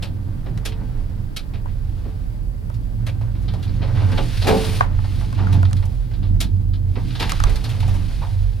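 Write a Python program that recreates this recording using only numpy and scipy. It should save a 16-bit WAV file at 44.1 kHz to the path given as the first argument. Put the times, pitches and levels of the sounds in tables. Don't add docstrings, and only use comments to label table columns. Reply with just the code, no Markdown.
import sys
import numpy as np
from scipy import signal
from scipy.fft import rfft, irfft, next_fast_len
from scipy.io import wavfile
from scipy.ndimage import uniform_filter1d

SR = 44100
rng = np.random.default_rng(int(sys.argv[2]) if len(sys.argv) > 2 else 0)


def wav_out(sig):
    wavfile.write(sys.argv[1], SR, np.round(np.clip(np.atleast_2d(sig).T, -1, 1) * 32767).astype(np.int16))


N = 379260
TIME = np.arange(N) / SR

# time in seconds, then levels in dB of the heave,
# the low note, the high note and the drone.
CABLE_SHAKE = [(0, -36, -47, -36, -36.5), (.6, -34, -24, -28.5, -37.5), (1.2, -24, -39.5, -38, -40),
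               (1.9, -32.5, -30, -33, -41.5), (2.5, -35, -26.5, -38, -44.5), (3, -40, -28, -29, -38.5),
               (3.6, -39, -26.5, -28.5, -36), (4.15, -24, -28.5, -24.5, -32), (4.4, -31, -23, -30.5, -40),
               (4.6, -31, -24.5, -26, -28.5), (4.9, -24.5, -25.5, -27.5, -38.5),
               (5.3, -30.5, -24, -27, -35.5), (5.55, -35, -27.5, -24.5, -27.5),
               (6, -35, -25.5, -27.5, -43.5), (6.35, -33, -23, -30.5, -33), (6.7, -38, -22, -28, -38.5),
               (7.1, -29.5, -31.5, -28, -34.5), (7.45, -23, -17, -29.5, -36), (7.7, -29, -26, -25, -40.5),
               (8, -24, -24.5, -31.5, -35.5), (8.6, -38, -23.5, -30.5, -53)]
# time in seconds, level in dB.
MIDDLE_NOTE = [(0.0, -27.5), (0.29, -23.5), (0.36, -57), (0.48, -42), (1.39, -33.5), (1.7, -22.5),
               (1.77, -31.5), (2.92, -35.5), (4.17, -17.5), (4.26, -41), (4.41, -16.5), (4.58, -32),
               (5.05, -18.5), (5.31, -31), (5.53, -12), (5.87, -16), (6.03, -42), (6.2, -18), (6.35, -15.5),
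               (6.47, -43), (6.54, -20.5), (6.9, -19.5), (6.97, -31), (7.52, -23), (7.57, -33.5),
               (7.81, -15.5), (8.07, -16.5), (8.17, -46), (8.29, -22), (8.6, -24.5)]
# start in seconds, level in dB, pitch in Hz, panel share in dB,
# treble share in dB, fade time in seconds. A fade time (t60) is how long a sound takes to drop 60 dB.
FITTING_RATTLES = [(0.0223, -24, 3280, -8, -12.5, 0.15), (0.459, -40, 2130, 7.5, -37, .16),
                   (0.5747, -36, 2060, -4, -9, 0.056), (0.651, -21.5, 2930, -10.5, -7, .15),
                   (.7194, -36.5, 3050, -8, -26, 0.086), (1.3626, -22.5, 3540, -15.5, -10, 0.13),
                   (1.533, -36, 2220, -3.5, -23, .19), (1.6801, -46, 1800, -16, -25, 0.21),
                   (2.0522, -49, 1890, 10, -26, 0.071), (2.7405, -41, 4870, -18, -7.5, 0.098),
                   (3.064, -27, 2400, -4.5, -11.5, 0.15), (3.2104, -43.5, 2270, 9.5, -14, 0.12),
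                   (3.3493, -44.5, 2350, 3, -23, 0.11), (3.4166, -50.5, 1850, 0, -2.5, .2),
                   (3.4795, -30.5, 3600, -8, -28, 0.13), (3.534, -38.5, 4220, 6.5, -10, 0.11),
                   (3.6255, -33, 3540, -24, -11.5, 0.14), (3.675, -39.5, 4660, -17, -27, .14),
                   (3.8165, -30, 2390, 3, -40, .2), (3.945, -32.5, 2200, 3, -38, 0.34),
                   (4.0, -38, 2000, 4.5, -25, 0.16), (4.117, -29, 2700, -15, -15.5, 0.11),
                   (4.1734, -22.5, 2940, 0.5, -23, 0.12), (4.3707, -30, 4770, -15, -15, 0.12),
                   (4.4154, -22, 4300, -6, -16, 0.2), (4.468, -14, 1850, -1, -11.5, .23),
                   (5.041, -37, 2150, 3.5, -29, 0.097), (5.2094, -41.5, 2540, 11, -8, 0.088),
                   (5.3477, -38, 2780, -18, -14, 0.12), (5.378, -33.5, 2580, 7.5, -38, 0.22),
                   (5.525, -27.5, 3100, 0, -8, 0.12), (5.6503, -31, 3160, -22, -20, 0.061),
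                   (5.766, -34.5, 3950, -19, -12, 0.095), (5.824, -38, 1760, 4, -19, 0.11),
                   (5.853, -53.5, 3000, -5, 12, 0.058), (6.11, -44, 1870, 0, -16, 0.13),
                   (6.135, -42, 4000, -12, -17, 0.14), (6.2246, -38, 3360, -2, -32, 0.2),
                   (6.4027, -18, 3720, -14, -5, 0.14), (6.734, -35.5, 3770, -22, -21, 0.12),
                   (6.953, -33.5, 2330, 0.5, -41, .17), (7.1038, -33.5, 3520, -25, -26, 0.11),
                   (7.151, -28, 3600, -8.5, -20, 0.12), (7.194, -18.5, 3300, -5, -15.5, .21),
                   (7.222, -23, 2050, -5, -17, 0.11), (7.2935, -19, 2200, -28, -10, 0.096),
                   (7.467, -30, 1940, -3, -17, 0.1), (7.493, -30.5, 2110, -7, -9, 0.12),
                   (7.557, -28, 4320, -17, -9, 0.095), (7.638, -26.5, 4080, -9, -10.5, 0.14),
                   (7.689, -30.5, 2660, -60, -9, 0.18), (7.8005, -29, 2900, -10, -11.5, 0.094),
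                   (7.8274, -35.5, 2310, 3, -24, 0.11), (7.875, -34, 2940, 3.5, -6.5, 0.15),
                   (7.939, -41, 1810, 5.5, -2, 0.14), (8.212, -39, 2510, 12, -25, 0.17)]
# time in seconds, pitch in Hz.
PANEL_PITCH = [(0, 520), (4.5, 610), (5, 860), (6.3, 620), (7.2, 900), (7.5, 660), (8.3, 840)]
# pitch in Hz, width in Hz, level in dB.
PANEL_NOTES = [(174.5, 10.4, -3), (203.7, 9.1, -6), (251.8, 10, -8.5), (292.6, 17, -12.5), (385, 8.1, -7),
               (440, 4.05, 0), (540.2, 6.3, -6.5), (640, 4.6, -24), (678, 5.8, -12), (773, 7.3, -7.5),
               (861, 7.4, -6.5), (933, 6.4, -9), (1030, 24, -18.5), (1178, 34, -14.5), (1426, 13, -13),
               (1560, 16, -7), (1833, 19, -12)]
# time in seconds, level in dB.
CLATTER_LEVELS = [(4.43, -40), (4.474, -15.5), (4.526, -12.5), (4.604, -28.5), (4.632, -31.5), (4.794, -40),
                  (4.8, -45)]
# start in seconds, level in dB.
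FRAME_BLOWS = [(4.471, -10.5), (4.499, -14), (4.527, -6), (4.559, -19)]
# start in seconds, level in dB, pitch in Hz, boost of all casing notes
# but the first in dB, click level in dB, left minus right in dB.
FINGER_TAPS = [(1.658, -30.5, 920, -6, -51, 7.5), (2.7, -35, 910, 5, -44, 1),
               (4.808, -7.5, 1085, 3.5, -37.5, 0.5), (4.989, -33.5, 1270, 4, -53, 3),
               (5.328, -32, 1090, 3, -35.5, -.5), (5.47, -24.5, 1410, -6, -40, 1),
               (5.63, -25.5, 986, 8, -31.5, -1), (5.653, -35, 1280, 3, -47, 5),
               (5.711, -38, 1090, 8, -39, -4), (5.731, -43, 1170, -3, -28, -9),
               (7.32, -18.5, 1150, -4, -17, -3), (7.402, -19.5, 1240, 0, -25, 1),
               (7.438, -16, 1166, -4, -15.5, -4)]
# multiple of the tap's pitch, level in dB, fade time in seconds.
CASING_NOTES = [(1.006, 8.5, 0.02), (0.678, -0.5, 0.037), (1.42, 1, 0.021), (2.16, -3, 0.0059)]
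# start in seconds, level in dB, pitch in Hz, fade time in seconds.
LOW_PANEL_THUDS = [(0.463, -36, 298, 0.28), (2.054, -32, 279, 0.31), (4.181, -20.5, 257, 0.25),
                   (4.54, -23.5, 180, 0.3), (5.382, -32, 320, 0.27), (6.965, -17.5, 288, 0.1),
                   (7.196, -23, 416, 0.27), (7.47, -23.5, 336, 0.2)]
# time in seconds, then levels in dB of rustle, its treble and shuffling.
HOLDER_MOVES = [(0, -62.5, -69, -52), (.93, -58.5, -69, -49), (1.6, -64, -70, -51.5),
                (2.06, -57, -66.5, -52), (2.49, -64.5, -69, -54.5), (3.3, -59.5, -68, -51.5),
                (3.83, -51.5, -63.5, -44.5), (4.14, -43, -53.5, -37), (4.45, -37, -46, -52),
                (4.66, -33, -41, -36), (4.8, -38.5, -44.5, -39), (4.88, -57.5, -71, -44.5),
                (5.05, -47.5, -58, -48), (5.2, -45, -53.5, -47), (5.3, -49.5, -60, -50),
                (5.46, -47, -62, -38.5), (5.8, -53.5, -60.5, -50), (6.11, -58, -68.5, -53.5),
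                (6.8, -65, -72, -57.5), (7.02, -50.5, -60, -50.5), (7.3, -38.5, -51.5, -45),
                (7.6, -45.5, -54.5, -41.5), (8.17, -46, -55.5, -48.5), (8.6, -56, -63.5, -54.5)]

# frequency in Hz, relative level in dB.
RATTLE_TONE = [(530, -45), (900, -34), (1290, 6), (1460, 3), (2610, 3.5), (2870, 2), (4110, 4),
               (5320, -1.5), (7000, -32), (9100, -111), (15400, -120)]
RATTLE_TREBLE_TONE = [(3240, -27), (5500, 1.5), (7430, -3.5), (11500, -3.5), (15100, -17.5), (16400, -23)]
DRONE_TONE = [(110, -6), (150, -3), (250, -7), (340, -9.5), (420, -31), (520, -84)]
SHUFFLE_TONE = [(300, -50), (450, 5), (800, -0.5), (1500, -5.5), (2200, -9.5), (3000, -26)]
CLOTH_TONE = [(410, -35), (700, -11.5), (789, -13), (1310, -8.5), (1600, -7), (2470, -5), (4480, -5),
              (7500, -20), (9750, -42), (16500, -120)]
CLOTH_TREBLE_TONE = [(5000, -3), (6500, -10), (7500, -7), (9800, -1), (11500, -7), (13000, -10),
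                     (15400, -16), (16400, -23)]
HEAVE_TONE = [(14, -9), (22, -6), (28, 8), (34, -23), (42, -25)]
RUMBLE_HISS_TONE = [(14, -20), (27, -2.5), (36, -3), (60, -7), (76, 0), (125, -4), (155, -26.5),
                    (300, -27.5), (550, -30.5), (1020, -40), (2790, -48), (4100, -58.5), (4750, -47.5),
                    (5400, -57), (15000, -57), (16400, -56.5)]
# pitch in Hz, level in dB.
WHINE_NOTES = [(850, -60), (1730, -70)]

# frequency in Hz, likeness (1 is the same, -1 or less is opposite).
LIKENESS_ONE_PLACE = [(60, 0.98), (130, 0.84), (300, 0.62), (640, 1), (1400, 0.61), (3100, 0.95),
                      (6800, 0.52), (15000, 0.53)]
LIKENESS_ALL_AROUND = [(60, 0.92), (150, 0.84), (380, -0.039), (950, -0.68), (2380, -1.24), (5980, -0.022),
                       (15000, 0.99)]
# frequency in Hz, left minus right in dB.
BALANCE = [(60, -7), (180, -2), (550, 1), (1650, 1.0), (4970, 0.5), (15000, 0)]
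# frequency in Hz, lead in radians.
LEFT_LEAD = [(60, -0.03), (430, 1.28), (1400, 0.21), (3000, 0.36), (5000, 0.27), (9000, 0.32),
             (15000, -0.6)]


def boom(level_db, start_hz, end_hz, waver_hz, right_lead, fade_db, fades_per_s):
    hz = np.linspace(start_hz, end_hz, N) + waver_hz * wander(13.03)
    phase = 2 * np.pi * np.cumsum(hz) / SR
    fade = unit_level(gain_of(fade_db * uniform_filter1d(wander(fades_per_s), size=1500)))
    wave = np.sqrt(2) * np.sin([phase, phase + right_lead])
    return gain_of(level_db) * fade * pan(value_at(BALANCE, start_hz)) * wave


def rattles():
    air, frame = np.zeros((2, 2, N + SR))
    t = np.arange(SR // 3) / SR
    chatter = gain_of(1.7 * wander(120))
    tick, treble, white = (np.pad(chatter * stereo_noise(tone), [(0, 0), (0, SR)])
                           for tone in (band(RATTLE_TONE), band(RATTLE_TREBLE_TONE), np.ones_like))
    for start, db, hz, panel_db, treble_db, t60 in FITTING_RATTLES:
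        span = slice(round(start * SR), round(start * SR) + len(t))
        rise_s = 0.0028 * (t60 / 0.12) ** 1.8
        tick_swell, treble_swell, panel_swell = (swell(t, db, rise_s * stretch, t60 * stretch)
                                                 for stretch in (1, 0.77, 1.44))
        fitting = 0.5 * tick[:, span] + 0.13 * tuned(tick[:, span], hz, width_hz=2650)
        air[:, span] += tick_swell * fitting + gain_of(treble_db) * treble_swell * treble[:, span]
        panel_hz = np.interp(start, *np.transpose(PANEL_PITCH))
        frame[:, span] += gain_of(panel_db) * panel_swell * tuned(white[:, span], panel_hz, width_hz=630)
    return air[:, :N], frame[:, :N]


def panels(push, ring_db, direct_db):
    size = next_fast_len(N + SR // 2)
    hz = np.fft.rfftfreq(size, 1 / SR)
    rings = sum(gain_of(db) / (1 + 2j * (hz - pitch) / width) for pitch, width, db in PANEL_NOTES)
    return irfft(rfft(push, size) * (gain_of(ring_db) * rings + gain_of(direct_db)), size)[:, :N]


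def clatter():
    start, end = CLATTER_LEVELS[0][0], CLATTER_LEVELS[-1][0]
    gate = np.interp(TIME, [start - 0.02, start, end, end + 0.06], [0, 1, 1, 0])
    dull_noise = stereo_noise(lambda hz: hz / (hz + 150) / (1 + (hz / 680) ** 4))
    return gate * gain_of(curves(CLATTER_LEVELS)[0]) * dull_noise


def blows(push_s=0.0014):
    out = np.zeros(N)
    push = np.sin(np.pi * np.arange(0, push_s, 1 / SR) / push_s) ** 2
    for start, db in FRAME_BLOWS:
        out[round(start * SR):][:len(push)] += gain_of(db) * push
    return pan(2.0) * out


def taps():
    out, t = np.zeros((2, N)), np.arange(8000) / SR
    lag = np.array([[0], [2.24]])
    rise = np.minimum(t / 0.00098, 1)
    for start, db, hz, boost_db, click_db, pan_db in FINGER_TAPS:
        noise = rng.standard_normal((3, len(t)))
        ring = sum(gain_of(note_db + boost_db * (i > 0) - 60 * t / t60)
                   * np.sin(2 * np.pi * hz * multiple * t - lag)
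                   for i, (multiple, note_db, t60) in enumerate(CASING_NOTES))
        tail = gain_of(-13.5 - 60 * t / 0.22) * tuned(noise[:2], 0.85 * hz, width_hz=900)
        click = gain_of(click_db - 60 * t / 0.01) * tuned(noise[2] + 0.3 * noise[:2], 3200, width_hz=6800)
        out[:, round(start * SR):][:, :len(t)] += pan(pan_db) * (gain_of(db) * (ring + tail) * rise + click)
    return out


def panel_thuds():
    out, t = np.zeros((2, N + SR)), np.arange(SR // 2) / SR
    white = np.pad(stereo_noise(np.ones_like), [(0, 0), (0, SR)])
    for start, db, hz, t60 in LOW_PANEL_THUDS:
        span = slice(round(start * SR), round(start * SR) + len(t))
        out[:, span] += swell(t, db, rise_s=0.006, t60=t60) * tuned(white[:, span], hz, width_hz=310)
    return out[:, :N]


def shuffling(level_db):
    return gain_of(level_db + 2.2 * wander(6)) * stereo_noise(band(SHUFFLE_TONE))


def cloth(rustle_db, treble_db):
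    slips = wander(36)
    return (gain_of(rustle_db + 1.14 * slips) * stereo_noise(band(CLOTH_TONE))
            + gain_of(treble_db + 0.95 * slips) * stereo_noise(band(CLOTH_TREBLE_TONE)))


def cable_drone(level_db):
    return gain_of(level_db + 1.8 * wander(9)) * stereo_noise(band(DRONE_TONE))


def cabin_echo(sound, t60, echo_db):
    delays = np.arange(100, 8000, 20) + rng.integers(0, 20, (2, 395))
    strengths = rng.choice([-1., 1.], delays.shape[1]) * gain_of(-60 * delays / SR / t60)
    echoes = np.zeros((2, 8040))
    np.put_along_axis(echoes, delays, strengths, axis=1)
    echoes += 1.1 * echoes[::-1]
    echoes /= np.linalg.norm(echoes[0])
    return sound + gain_of(echo_db) * signal.oaconvolve(sound, echoes, axes=1)[:, :N]


def background(heave_db):
    heave = gain_of(heave_db) * stereo_noise(band(HEAVE_TONE))
    rumble_hiss = gain_of(-29 + 0.59 * wander(8)) * stereo_noise(band(RUMBLE_HISS_TONE), LIKENESS_ALL_AROUND)
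    whine = sum(gain_of(db) * np.sin(2 * np.pi * np.cumsum(hz + 5.5 * wander(17)) / SR)
                for hz, db in WHINE_NOTES)
    return heave + rumble_hiss + whine * [[1], [-1]]


def gain_of(db):
    return 10 ** (np.asarray(db) / 20)


def unit_level(x):
    return x / np.sqrt(np.mean(x ** 2) + 1e-20)


def swell(t, db, rise_s, t60):
    return (1 - np.exp(-t / rise_s)) * gain_of(db - 60 * t / t60)


def value_at(table, hz):
    row_hz, values = np.transpose(table)
    return np.interp(np.log(hz + 1), np.log(row_hz + 1), values)


def curves(table):
    times, *columns = np.transpose(table)
    return [np.interp(TIME, times, column) for column in columns]


def pan(db):
    return gain_of(np.array([[0.5], [-0.5]]) * db)


def wander(speed_hz):
    steps_per_s = 400
    steps = rng.standard_normal(int(N / SR * steps_per_s) + 2)
    smooth = signal.lfilter([1], [1, -np.exp(-2 * np.pi * speed_hz / steps_per_s)], steps)
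    return unit_level(np.interp(TIME * steps_per_s, np.arange(len(steps)), smooth))


def band(table):
    low_hz, high_hz = table[0][0], table[-1][0]
    return lambda hz: gain_of(value_at(table, hz)) * (hz > low_hz) * (hz < high_hz)


def stereo_noise(tone, likeness=LIKENESS_ONE_PLACE):
    size = next_fast_len(N)
    hz = np.fft.rfftfreq(size, 1 / SR)
    a, b, c, d = rng.standard_normal((4, len(hz)))
    shared, separate = a + 1j * b, c + 1j * d
    alike = np.clip(value_at(likeness, hz), -1, 1)
    left = shared * np.exp(1j * value_at(LEFT_LEAD, hz))
    right = alike * shared + np.sqrt(1 - alike ** 2) * separate
    spectrum = np.array([left, right]) * tone(hz) * pan(value_at(BALANCE, hz))
    return unit_level(irfft(spectrum, size)[:, :N])


def tuned(noise, hz, width_hz):
    b, a = signal.iirpeak(hz, hz / width_hz, SR)
    return signal.lfilter(b, a, signal.lfilter(b, a, noise)) * np.sqrt(2 * SR / np.pi / width_hz)


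def scene():
    heave_db, low_db, high_db, drone_db = curves(CABLE_SHAKE)
    middle_db = curves(MIDDLE_NOTE)[0]
    rustle_db, treble_db, shuffle_db = curves(HOLDER_MOVES)
    booms = (boom(low_db, 47, 43.5, waver_hz=5.05, right_lead=0.92, fade_db=3.0, fades_per_s=5)
             + boom(middle_db, 92, 94, waver_hz=1.5, right_lead=0.8, fade_db=3.5, fades_per_s=1.2)
             + boom(high_db, 114, 117, waver_hz=6.42, right_lead=0.73, fade_db=4.5, fades_per_s=4.5))
    air_rattle, frame_rattle = rattles()
    shaking = frame_rattle + clatter() + panel_thuds() + shuffling(shuffle_db) + cable_drone(drone_db)
    return (booms + cabin_echo(air_rattle, t60=0.087, echo_db=-9.5)
            + panels(shaking, ring_db=8.5, direct_db=-4.0) + panels(blows(), ring_db=10.5, direct_db=-29)
            + taps() + cloth(rustle_db, treble_db) + background(heave_db))


def record(dry):
    low_pass = signal.firwin(511, 16000, window=("kaiser", 9), fs=SR)
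    return signal.oaconvolve(np.clip(dry, -1, 1), low_pass[None], "same")


dry = scene()
out = record(dry)
wav_out(out)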